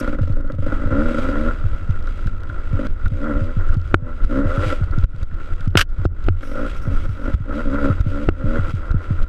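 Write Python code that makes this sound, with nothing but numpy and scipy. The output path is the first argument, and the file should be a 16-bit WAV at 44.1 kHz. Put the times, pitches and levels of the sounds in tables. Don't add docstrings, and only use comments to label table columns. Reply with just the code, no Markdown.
import sys
import numpy as np
from scipy import signal
from scipy.fft import rfft, irfft, next_fast_len
from scipy.io import wavfile
from scipy.ndimage import uniform_filter1d

SR = 44100
rng = np.random.default_rng(int(sys.argv[2]) if len(sys.argv) > 2 else 0)


def store_wav(level_fs):
    pcm = np.round(np.clip(np.atleast_2d(level_fs), -1, 1) * 32767)
    wavfile.write(sys.argv[1], SR, pcm.T.astype(np.int16))


def invert_db(level):
    return 10 ** (np.asarray(level, dtype=float) / 20)


N = 409248
T = np.arange(N) / SR
MS = np.arange(0, N / SR, .001)

# (frequency [Hz], width [Hz], level [dB])
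KNOCK_MODES = [(1430, 258, 0.0051), (335, 93, 0.0027)]


def level(x):
    return x / np.sqrt(np.mean(x ** 2))


def ring(x, modes, order=1):
    size = next_fast_len(N + SR)
    s = 1j * np.arange(size // 2 + 1) * SR / size
    shape = 0
    for k, (hz, width_hz, db) in enumerate(modes):
        resonance = width_hz * s / (s * s + width_hz * s + hz * hz)
        shape = shape + (-1) ** k * invert_db(db) * resonance ** order
    return irfft(rfft(x, size) * shape, size)[:N]


def colour(x, points):
    hz, db = np.transpose(points)
    grid = np.arange(N // 2 + 1) * SR / N + 1
    gain_db = np.interp(np.log(grid), np.log(hz), db, -120, -120)
    return irfft(rfft(x) * invert_db(gain_db), N)


def curve(rows):
    s, *columns = np.transpose(rows)
    return [np.interp(T, s, column) for column in columns]


def walk(rate):
    hold = int(SR / rate)
    steps = np.repeat(rng.standard_normal(N // hold + 1), hold)
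    return 1.27 * uniform_filter1d(steps, hold)[:N]


def add(out, s, shape):
    i = int(s * SR)
    out[i:i + len(shape)] += shape[:N - i]


def push(length_s):
    return np.hanning(int(max(length_s, .0002) * SR))


def gain_control_db():
    # (time [s], depth [dB])
    ducks = [(0.536, 6), (2.3, 1.5), (2.475, 0.5), (2.872, 11.5), (3.076, 9.5), (3.76, 11.5), (3.952, 19.5),
             (4.25, 5.5), (5.052, 28), (5.236, 12.5), (5.35, 2.5), (5.54, 8.5), (5.679, 15), (5.835, 23),
             (6.062, 26), (6.295, 16), (7.061, 9.5), (7.352, 15.5), (8.018, 9.5), (8.297, 14.5),
             (8.72, 10.5), (8.92, 6.5), (9.246, 12)]
    recover_s = 0.11
    drop_db = sum(db * np.exp(-np.maximum(MS - s, 0) / recover_s) * (MS > s) for s, db in ducks)
    return -np.interp(T, MS, uniform_filter1d(drop_db, size=5))


def wind():
    # (time [s], level [dB])
    calm_wind = [(0, -17.5), (1.0, -18.5), (1.9, -18.5), (2.5, -18.5), (3.3, -21), (4.1, -19.5),
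                 (4.6, -18.5), (5.3, -22.5), (5.8, -16.5), (6.3, -23.5), (6.9, -16), (7.5, -21), (8.1, -18),
                 (8.6, -19.5), (9.28, -21.5)]
    # (time [s], swell [dB])
    gusts = [(.44, -5), (1.741, 6.5), (2.12, 1.5), (2.27, 1.5), (2.9, 10.5), (3.071, 11.5), (3.36, 9),
             (3.72, 6), (3.95, 8), (4.24, 6.5), (4.96, 5.5), (5.22, 8), (5.35, 6.5), (5.53, 6), (6.12, 8.5),
             (6.279, 13.5), (7.06, 5.5), (7.341, 8), (7.68, 5), (8.3, 7), (8.43, 0), (8.71, 4.5), (8.92, 5),
             (9.22, 9)]
    # (frequency [Hz], width [Hz], level [dB])
    air_modes = [(11, 15.1, -0.5), (22.57, 15.7, 1), (52.1, 53, -14.5), (89.7, 21, -14.5), (133, 137, -31)]
    gust_s, duck_share = 0.035, 0.32
    calm_db, = curve(calm_wind)
    gust_db = sum(swell_db * np.exp(-((MS - s) / gust_s) ** 2) for s, swell_db in gusts)
    wind_db = calm_db + np.interp(T, MS, gust_db) + duck_share * gain_control_db()
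    rumble = level(ring(rng.standard_normal(N), air_modes, order=2))
    return invert_db(wind_db - 1.3 + 0.89 * walk(20)) * rumble


def spray():
    # (start [s], length [s], level [dB])
    throws = [
        (0, 0.0095, -44),
        (6.422, .3, -62),
        (6.76, .03, -58),
        (6.816, 0.073, -56.5),
        (6.918, .43, -64.5),
    ]
    size = 0
    for s, length_s, db in throws:
        flying = (MS >= s) * (MS < s + length_s)
        size = size + invert_db(db - 6.8 * (MS - s) / length_s) * flying
    fade = np.interp(T, MS, uniform_filter1d(size, size=14))
    droplets = [(5570, 1200, 7.0), (8900, 2500, -3.5), (12500, 3500, -7)]
    hiss = level(ring(rng.standard_normal(N), droplets, order=2))
    return fade * invert_db(2.5 * walk(50)) * hiss


def slaps():
    # (time [s], peak [dB], push or pull [signed factor])
    slap_events = [(2.28, -11, -0.78), (3.071, 9, 0.097), (3.859, -9.5, -0.87), (4.248, -23, -0.88),
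                   (4.408, -32, -1.6), (4.91, -12, -1.11), (5.228, -11.5, -1.15), (5.34, -17.5, -1.2),
                   (5.987, -18, -1.3), (7.349, -1, -0.68), (8.006, 0.5, -0.54), (8.688, -16, -0.83),
                   (8.91, -13, -1.5), (9.241, -12, -0.72), (6.06, -4.5, -0.66), (5.041, -2, 0.77),
                   (8.719, -21, 0.34)]
    force = np.zeros(N)
    for s, db, way in slap_events:
        add(force, s - .006, way * invert_db(db + 1.5) * push(0.011))
    return ring(force, [(41, 88, 0.0026)])


def bumps():
    # (time [s], peak [dB], sharp
    # edge over peak [dB])
    big_thumps = [(0.207, -7, -16.5), (0.295, -10, -16), (0.584, -10.5, -20), (0.909, -13, -19),
                  (1.638, -7.5, -22.5), (1.89, -8.5, -12.5), (2.728, -8, -14.5), (3.412, -9.5, -21),
                  (3.567, -11.5, -8), (3.765, -8, -12), (3.937, -13, -14), (4.45, -9, -24), (4.576, -11, 0),
                  (4.66, -9, -21), (4.811, -9.5, -14), (4.977, -9.5, -1), (5.672, -10.5, -3.5),
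                  (5.754, -7, -5), (5.988, -11, -20.5), (6.05, -10, -22.5), (6.288, -0.5, -34),
                  (6.873, -11.5, 2), (7.086, -10, -23.5), (7.899, -8.5, 9), (8.063, -10, -5),
                  (8.274, -10, -22.5), (8.44, -11, 1), (8.587, -10, -12), (8.943, -9, 0),
                  (9.105, -8.5, -4.5)]
    # (time [s], peak [dB])
    ripples = [(0.53, -17), (0.684, -18.5), (0.854, -17), (2.257, -13.5), (2.49, -19), (3.116, -12.5),
               (4.022, -16.5), (5.141, -20.5), (5.323, -24), (5.602, -23.5), (7.336, -14), (7.402, -16),
               (7.998, -24), (8.68, -20), (8.736, -11.5)]
    # (frequency [Hz], width [Hz], level [dB])
    mount_modes = [(86.5, 9.2, 10.46), (114.6, 74, 1.64)]
    ripple_edge_db = -11
    force = np.zeros(N)
    for s, db, edge_db in big_thumps + [(s, db, ripple_edge_db) for s, db in ripples]:
        shape = push(0.0047 * invert_db(-.3 * (edge_db + 7.5)))
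        add(force, s, invert_db(db + 46.0) * shape / shape.sum())
    return ring(force, mount_modes)


def rattles():
    # (time [s], peak [dB])
    chatter = [(0.2184, -38), (0.2284, -48), (0.2778, -59), (0.2778, -42.5), (0.3072, -48), (0.3247, -43),
               (0.336, -53), (0.408, -43), (0.4754, -46.5), (0.5201, -36.5), (0.5502, -46), (3.77, -43.5),
               (3.7982, -47), (3.8147, -42), (3.8751, -43), (3.8824, -46.5), (4.25, -38.5), (5.8886, -50.5),
               (5.8984, -49), (5.9024, -56), (8.6953, -38), (8.7076, -47), (8.751, -40),
               (1.7839, -46), (1.9076, -38), (2.0254, -40.5), (2.0718, -43), (2.2683, -34.5),
                     (2.3801, -47), (2.4045, -43), (2.4334, -39), (2.5003, -45), (2.6764, -49),
                     (4.8402, -38.5), (4.9111, -41), (4.9849, -34.5), (5.0388, -34), (5.162, -46),
                     (5.183, -47), (5.2294, -36), (5.3092, -56), (5.3416, -51), (5.5611, -44),
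                     (5.6075, -42), (5.6569, -44), (5.6783, -47), (5.7043, -49), (3.0804, -34),
                     (5.9429, -53.5), (6.0464, -35.5), (6.0604, -42.5), (6.2397, -38)]
    clicks = np.zeros(N)
    for s, db in chatter:
        add(clicks, s - .0005, invert_db(db) * push(.0035))
    clicks = clicks * rng.standard_normal(N)
    bright = invert_db(2) * ring(clicks, [(3220, 2780, 0)], order=2)
    dull = invert_db(3) * ring(clicks, [(640, 320, 0.01)])
    return bright + dull


def twigs():
    # (time [s], peak in the housing [dB], shell over peak [dB])
    ticks = [(0.257, -43, -8), (2.071, -22, -21.5), (2.27, -20, -20.5), (2.4928, -21, -27),
             (2.8681, -32.5, -7), (3.0563, -15.5, -31), (3.742, -40, -0.5), (3.687, -23.5, -24),
             (3.849, -29, -26), (3.8621, -41, -14), (4.2382, -38.5, -7.5), (4.724, -28, -16),
             (4.9098, -43, -11), (4.9847, -55, 4), (5.0414, -45, -3.5), (5.2304, -42.5, 0),
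             (5.3088, -26, -42), (5.4004, -25.5, -31.5), (5.6068, -26.5, -15), (5.6775, -45, 0),
             (5.982, -49.5, -3.5), (6.4284, -24, -39), (6.6943, -26, -31), (7.3309, -21, -25),
             (8.0086, -37, -1), (8.9134, -28.5, -11.5), (9.229, -37.5, -4.5)]
    # (time [s], peak [dB], fade [s])
    scrape = [
        (5.7724, 0.5, 0.0067),
        (5.7854, -11, 0.0075),
        (5.793, -10.5, 0.0074),
        (5.807, -7, 0.0046),
        (5.8123, -6.5, 0.0053),
        (5.8224, -13.5, 0.002),
    ]
    # (frequency [Hz], width [Hz], level [dB])
    twig_modes = [(1426, 295, 12), (3010, 520, 8), (5000, 1900, -3), (11300, 9700, -36), (576, 230, 0)]
    low, high, slip = np.zeros((3, N))
    for s, db, shell_db in ticks:
        add(low, s - .001, invert_db(db + 9.5) * push(0.012))
        add(high, s - .001, invert_db(db + shell_db + 6.0) * push(0.0048))
    for s, db, fade_s in scrape:
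        add(slip, s, invert_db(db - 6.0) * np.exp(-T[:1500] / fade_s))
    low_noise, high_noise = rng.standard_normal((2, N))
    housing = ring(low * low_noise, KNOCK_MODES[:1], order=2)
    shell = ring(high * high_noise, [(3420, 3100, 0.036)], order=2)
    return housing + shell + ring(slip * high_noise, twig_modes)


def cracks():
    # (time [s], peak [dB], body over peak [dB], contact [s])
    crack_events = [
        (3.9425, -2.5, -3, 0.00053),
        (5.754, -10, 3, 0.00042),
        (6.032, -46, -10, 0.00042),
        (6.0529, -17, 5.5, 0.00091),
        (6.285, -16.5, 4, 0.0008),
        (8.288, -13.5, 5.5, 0.00041),
    ]
    ping, body, splinter = np.zeros((3, N))
    for s, db, body_db, length_s in crack_events:
        add(ping, s - .0005, -invert_db(db + 2.5) * push(length_s))
        add(ping, s + 0.00102, -invert_db(db + 15.0) * push(length_s))
        add(body, s - .0006, invert_db(db + body_db + 9.0) * push(0.0017))
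        add(splinter, s - .0005, invert_db(db - 2.5) * push(0.0041))
    splinter = ring(splinter * rng.standard_normal(N), [(2770, 1460, 0.012)], order=2)
    knock = ring(ping, KNOCK_MODES[:1]) + ring(body, KNOCK_MODES[1:]) + .3 * body + splinter
    flat = .8 * np.tanh(knock / .8)
    return signal.lfilter(*signal.butter(2, 5500, fs=SR), flat)


def throttle(fade_db_s):
    # (start [s], length [s], bark at the end [dB], climb on the way [dB], boom over bark [dB])
    twists = [(0.0, 0.23, -43.5, -12.5, 8.5), (0.26, 0.29, -41.5, 2.5, 7), (0.587, 0.17, -29.5, 14, 6.5),
              (0.758, 0.11, -35, -4, 5), (0.916, 0.12, -29.5, -0.5, 8), (1.04, 0.26, -32, -0.5, 7.5),
              (1.321, 0.16, -29, 7.5, 6.5), (2.759, 0.1, -30.5, 7.5, 7), (3.112, 0.2, -29, 11, 7),
              (3.307, 0.2, -39.5, -5.5, 5.5), (3.98, 0.12, -34.5, 5.5, 6), (4.308, 0.093, -26.5, 4.5, 10),
              (4.438, 0.051, -34, -3, 6.5), (4.475, 0.27, -32.5, -1, -4), (6.424, 0.15, -41.5, 5.5, 8),
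              (6.551, 0.11, -32, 0.5, 3.5), (6.866, 0.066, -32.5, 11, 6.5), (7.199, 0.098, -34, 2.5, 8),
              (7.49, 0.11, -28.5, 3, 5), (7.66, 0.088, -30, 5.5, 8.5), (7.785, 0.07, -30.5, -0.5, 2),
              (7.845, 0.046, -31, -5, 7), (8.064, 0.17, -32.5, 3.5, 6), (8.384, 0.18, -29, 7, 6)]
    open_db_s = 498.5
    best_db, boom_db = np.full(len(MS), -90.), np.zeros(len(MS))
    for s, length_s, db, climb_db, low_db in twists:
        held_db = db - climb_db * np.clip(1 - (MS - s) / length_s, 0, 1)
        before_s, after_s = np.maximum(s - MS, 0), np.maximum(MS - s - length_s, 0)
        now_db = held_db - open_db_s * before_s - fade_db_s * after_s
        boom_db = np.where(now_db > best_db, low_db, boom_db)
        best_db = np.maximum(now_db, best_db)
    return np.interp(T, MS, best_db), np.interp(T, MS, uniform_filter1d(boom_db, size=30))


def lock(turns, times):
    slip = [0.]
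    for at in np.interp(times, T, turns):
        slip.append(np.round(at + slip[-1]) - at)
    return turns + np.interp(T, times, slip[1:])


def engine():
    # (time [s], firing rate [Hz])
    revs = [
        [(0.0, 60.7), (0.174, 52.3), (0.3, 45.8), (0.38, 56.8), (0.5, 50.6), (0.6, 48.5), (0.7, 50),
         (0.82, 53.1)],
        [(0.86, 58), (1.048, 82.2), (1.068, 82.6), (1.12, 79.5), (1.146, 77.8), (1.244, 86.7), (1.285, 87.24)],
        [(1.316, 69.77), (1.42, 76.08), (1.524, 82.94), (1.7, 63)],
        [(2.72, 52.91), (2.794, 54.76), (3.004, 54.66), (3.154, 59.82), (3.256, 79.07), (3.332, 68.74),
         (3.4, 76.83), (3.524, 87)],
        [(4.0, 84.4), (4.162, 82), (4.288, 58.74)],
        [(4.31, 59.95), (4.378, 69.2), (4.42, 70.34), (4.47, 81.4), (4.5, 87.12), (4.596, 94.88),
         (4.634, 103.4), (4.66, 103.1)],
        [(4.7, 98.15), (4.73, 82.18)],
    ]
    # (time [s], firing rate [Hz])
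    revs_after_bend = [
        [(6.4, 46.7), (6.524, 50.9), (6.7, 60.2), (6.812, 56.7), (6.882, 57), (6.956, 59.8)],
        [(7.17, 49.66), (7.246, 50.07), (7.398, 48.93)],
        [(7.48, 56.9), (7.528, 67.58), (7.55, 72.4), (7.608, 83), (7.616, 82.6), (7.67, 69.18)],
        [(7.69, 63.67), (7.74, 70.95), (7.79, 72.53), (7.855, 67.37), (7.91, 75.76)],
        [(8.09, 61.78), (8.132, 72.74), (8.148, 72.7), (8.172, 70.5), (8.21, 72.32), (8.265, 76.74)],
        [(8.4, 63.73), (8.434, 68.46), (8.472, 76.03), (8.5, 78.57), (8.62, 80.7)],
    ]
    # (start [s], end [s], lumpiness [0-1])
    uneven = [
        (0, .87, .95),
        (1.09, 1.3, .6),
        (2.7, 3.1, .65),
        (4.7, 4.8, .5),
        (6.4, 6.75, .15),
        (6.82, 7.45, .6),
        (8.05, 8.45, .3),
    ]
    # (time [s], peak [dB])
    hard_charges = [(0.009, -20.5), (0.028, -24.5), (0.044, -24), (0.076, -19.5), (0.093, -26.5),
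                    (0.127, -23), (0.146, -23.5), (0.186, -24), (0.23, -29.5), (0.273, -32.5), (0.294, -31),
                    (0.367, -30), (0.384, -33), (0.399, -31), (0.443, -29.5), (0.499, -19.5), (0.539, -31),
                    (0.583, -30.5), (0.623, -28), (0.663, -21.5), (0.68, -30), (0.721, -22.5), (0.796, -29),
                    (0.817, -27.5), (0.835, -23.5), (0.872, -21), (1.107, -16.5), (1.144, -17),
                    (1.183, -14), (1.287, -16), (2.728, -26), (2.791, -18), (4.724, -14),
                    (6.429, -29.5), (6.514, -28), (6.592, -21), (6.663, -25), (6.851, -34.5),
                       (6.868, -30), (6.913, -30), (6.931, -36), (6.947, -42), (7.192, -38), (7.213, -34),
                       (7.239, -33), (7.255, -27), (7.277, -24), (7.297, -27)]
    # (time [s], level [dB])
    coasting = [(0, -32.5), (.4, -49.5), (1.0, -42.5), (1.23, -30), (1.5, -38.5), (1.9, -43), (2.8, -41.5),
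                (3.5, -39), (3.93, -41), (4.8, -43), (5.5, -38.5), (6.0, -39), (6.8, -40), (7.05, -37.5),
                (7.35, -37.5), (8.0, -39.5), (8.8, -34.5), (9.28, -40)]
    # (frequency [Hz], width [Hz], level [dB])
    pipe_modes = [(402, 100, -20), (528.4, 101, 3), (594, 95, -0.5), (643, 43, -10), (940, 210, -31)]
    # (frequency [Hz], width [Hz], level [dB])
    boom_modes = [(82, 69, -1), (223, 39.4, 1.5), (282.2, 48.3, 5.5)]
    # (frequency [Hz], width [Hz], level [dB])
    housing_modes = [(304, 108, 1), (543, 198, -4.5), (829, 125, -16), (1029, 255, -12.5), (1366, 191, 2),
                     (1710, 670, -21.5), (1990, 114, -11.5)]
    # (frequency [Hz], width [Hz], level [dB])
    shell_rings = [(2680, 120, 0), (3340, 130, 3), (3800, 130, 0), (4850, 160, 4), (7750, 300, 4),
                   (10700, 450, 2)]
    # (frequency [Hz], level [dB per Hz])
    shell_spectrum = [(1290, -33.5), (1750, -4.5), (2200, 4.5), (2500, -1), (2730, -3.5), (2870, -0.5),
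                      (3420, -7), (4080, -8.5), (4790, -14), (6610, -15), (7880, -21.5), (8540, -20.5),
                      (11000, -27.5), (13800, -32), (15000, -43)]

    hz, = curve(np.vstack(revs + revs_after_bend))
    even = .08
    lumpy = even + sum((x - even) * (T >= a) * (T < b) for a, b, x in uneven)
    lumpy = uniform_filter1d(lumpy, size=2000)
    gain_db = gain_control_db()

    bark_db, boom_db = throttle(fade_db_s=388.5)
    coast_db, = curve(coasting)
    load_db = np.maximum(throttle(fade_db_s=102)[0] - 1 - coast_db, 0)
    speed_db = 0.1748 * np.clip(hz - 77, 0, 20)
    hiss_db = coast_db + load_db + speed_db * np.clip(load_db / 6, 0, 1)
    late_hz = np.interp(T - 0.034, T, hz)
    scream_db = uniform_filter1d(np.maximum(late_hz - 91.8, 0), size=4000)
    treble_db = -14.5 - 0.3 * load_db + scream_db

    turns = np.cumsum(hz * (1 + (.003 + .03 * lumpy) * walk(60))) / SR
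    hard_s, hard_db = np.transpose(hard_charges)
    turns = lock(turns, hard_s)
    fired = np.flatnonzero(np.diff(np.floor(turns)))

    scatter_db = 1 + 1.5 * lumpy[fired]
    charge_db = -15 * lumpy[fired] ** 2 + scatter_db * rng.standard_normal(N // 100)[:len(fired)]
    hard = np.abs(fired[:, None] - hard_s * SR).argmin(axis=0)
    usual_peak_db = 10.5 + (bark_db + gain_db)[fired[hard]]
    charge_db[hard] = np.clip(hard_db - usual_peak_db, -6, 8)
    pulses = np.zeros(N)
    pulses[fired] = invert_db(charge_db) / np.sqrt(hz[fired])

    charge = np.append(level(pulses[fired]), 1)[np.floor(turns).astype(int) - 1]
    puff = .46 + .62 * charge ** .7 * np.exp(-(turns % 1) / .35)
    gas, valves, blow = rng.standard_normal((3, N)) * puff

    drive = level(pulses) + .13 * blow
    evened = level(pulses ** .6) + .14 * blow
    bark = level(ring(drive, pipe_modes, order=2))
    boom = invert_db(np.clip(boom_db, -12, 18) - 0.4) * level(ring(evened, boom_modes, order=2))
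    exhaust = invert_db(bark_db - 1.0) * (bark + boom)

    housing = level(ring(gas + .3 * level(pulses), housing_modes, order=2))
    housing = invert_db(1.8 * walk(40)) * housing
    ringing_valves = valves + sum(ring(valves, [mode]) for mode in shell_rings)
    shell = level(colour(ringing_valves, shell_spectrum))
    shell = invert_db(0.95 * walk(60) + 2.0 * walk(15)) * shell
    hiss = invert_db(hiss_db) * (housing + invert_db(treble_db) * shell)
    return invert_db(gain_db) * (hiss + exhaust)


def scene():
    surroundings = wind() + spray() + slaps()
    knocks = bumps() + rattles() + twigs() + cracks()
    return (surroundings + knocks + engine())[None]


def roll_off(x):
    return signal.sosfilt(signal.butter(12, 15130, fs=SR, output="sos"), x)


def record(dry):
    swollen = (dry / 0.96) * (1 + 0.19 * (dry / 0.29) ** 2)
    hot = 1.095 * np.tanh(swollen)
    top_cut = signal.butter(10, 15100, fs=SR, output="sos")
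    mix = np.clip(signal.sosfilt(top_cut, hot), -1, 1)
    return roll_off(mix)


dry = scene()
out = record(dry)
store_wav(out)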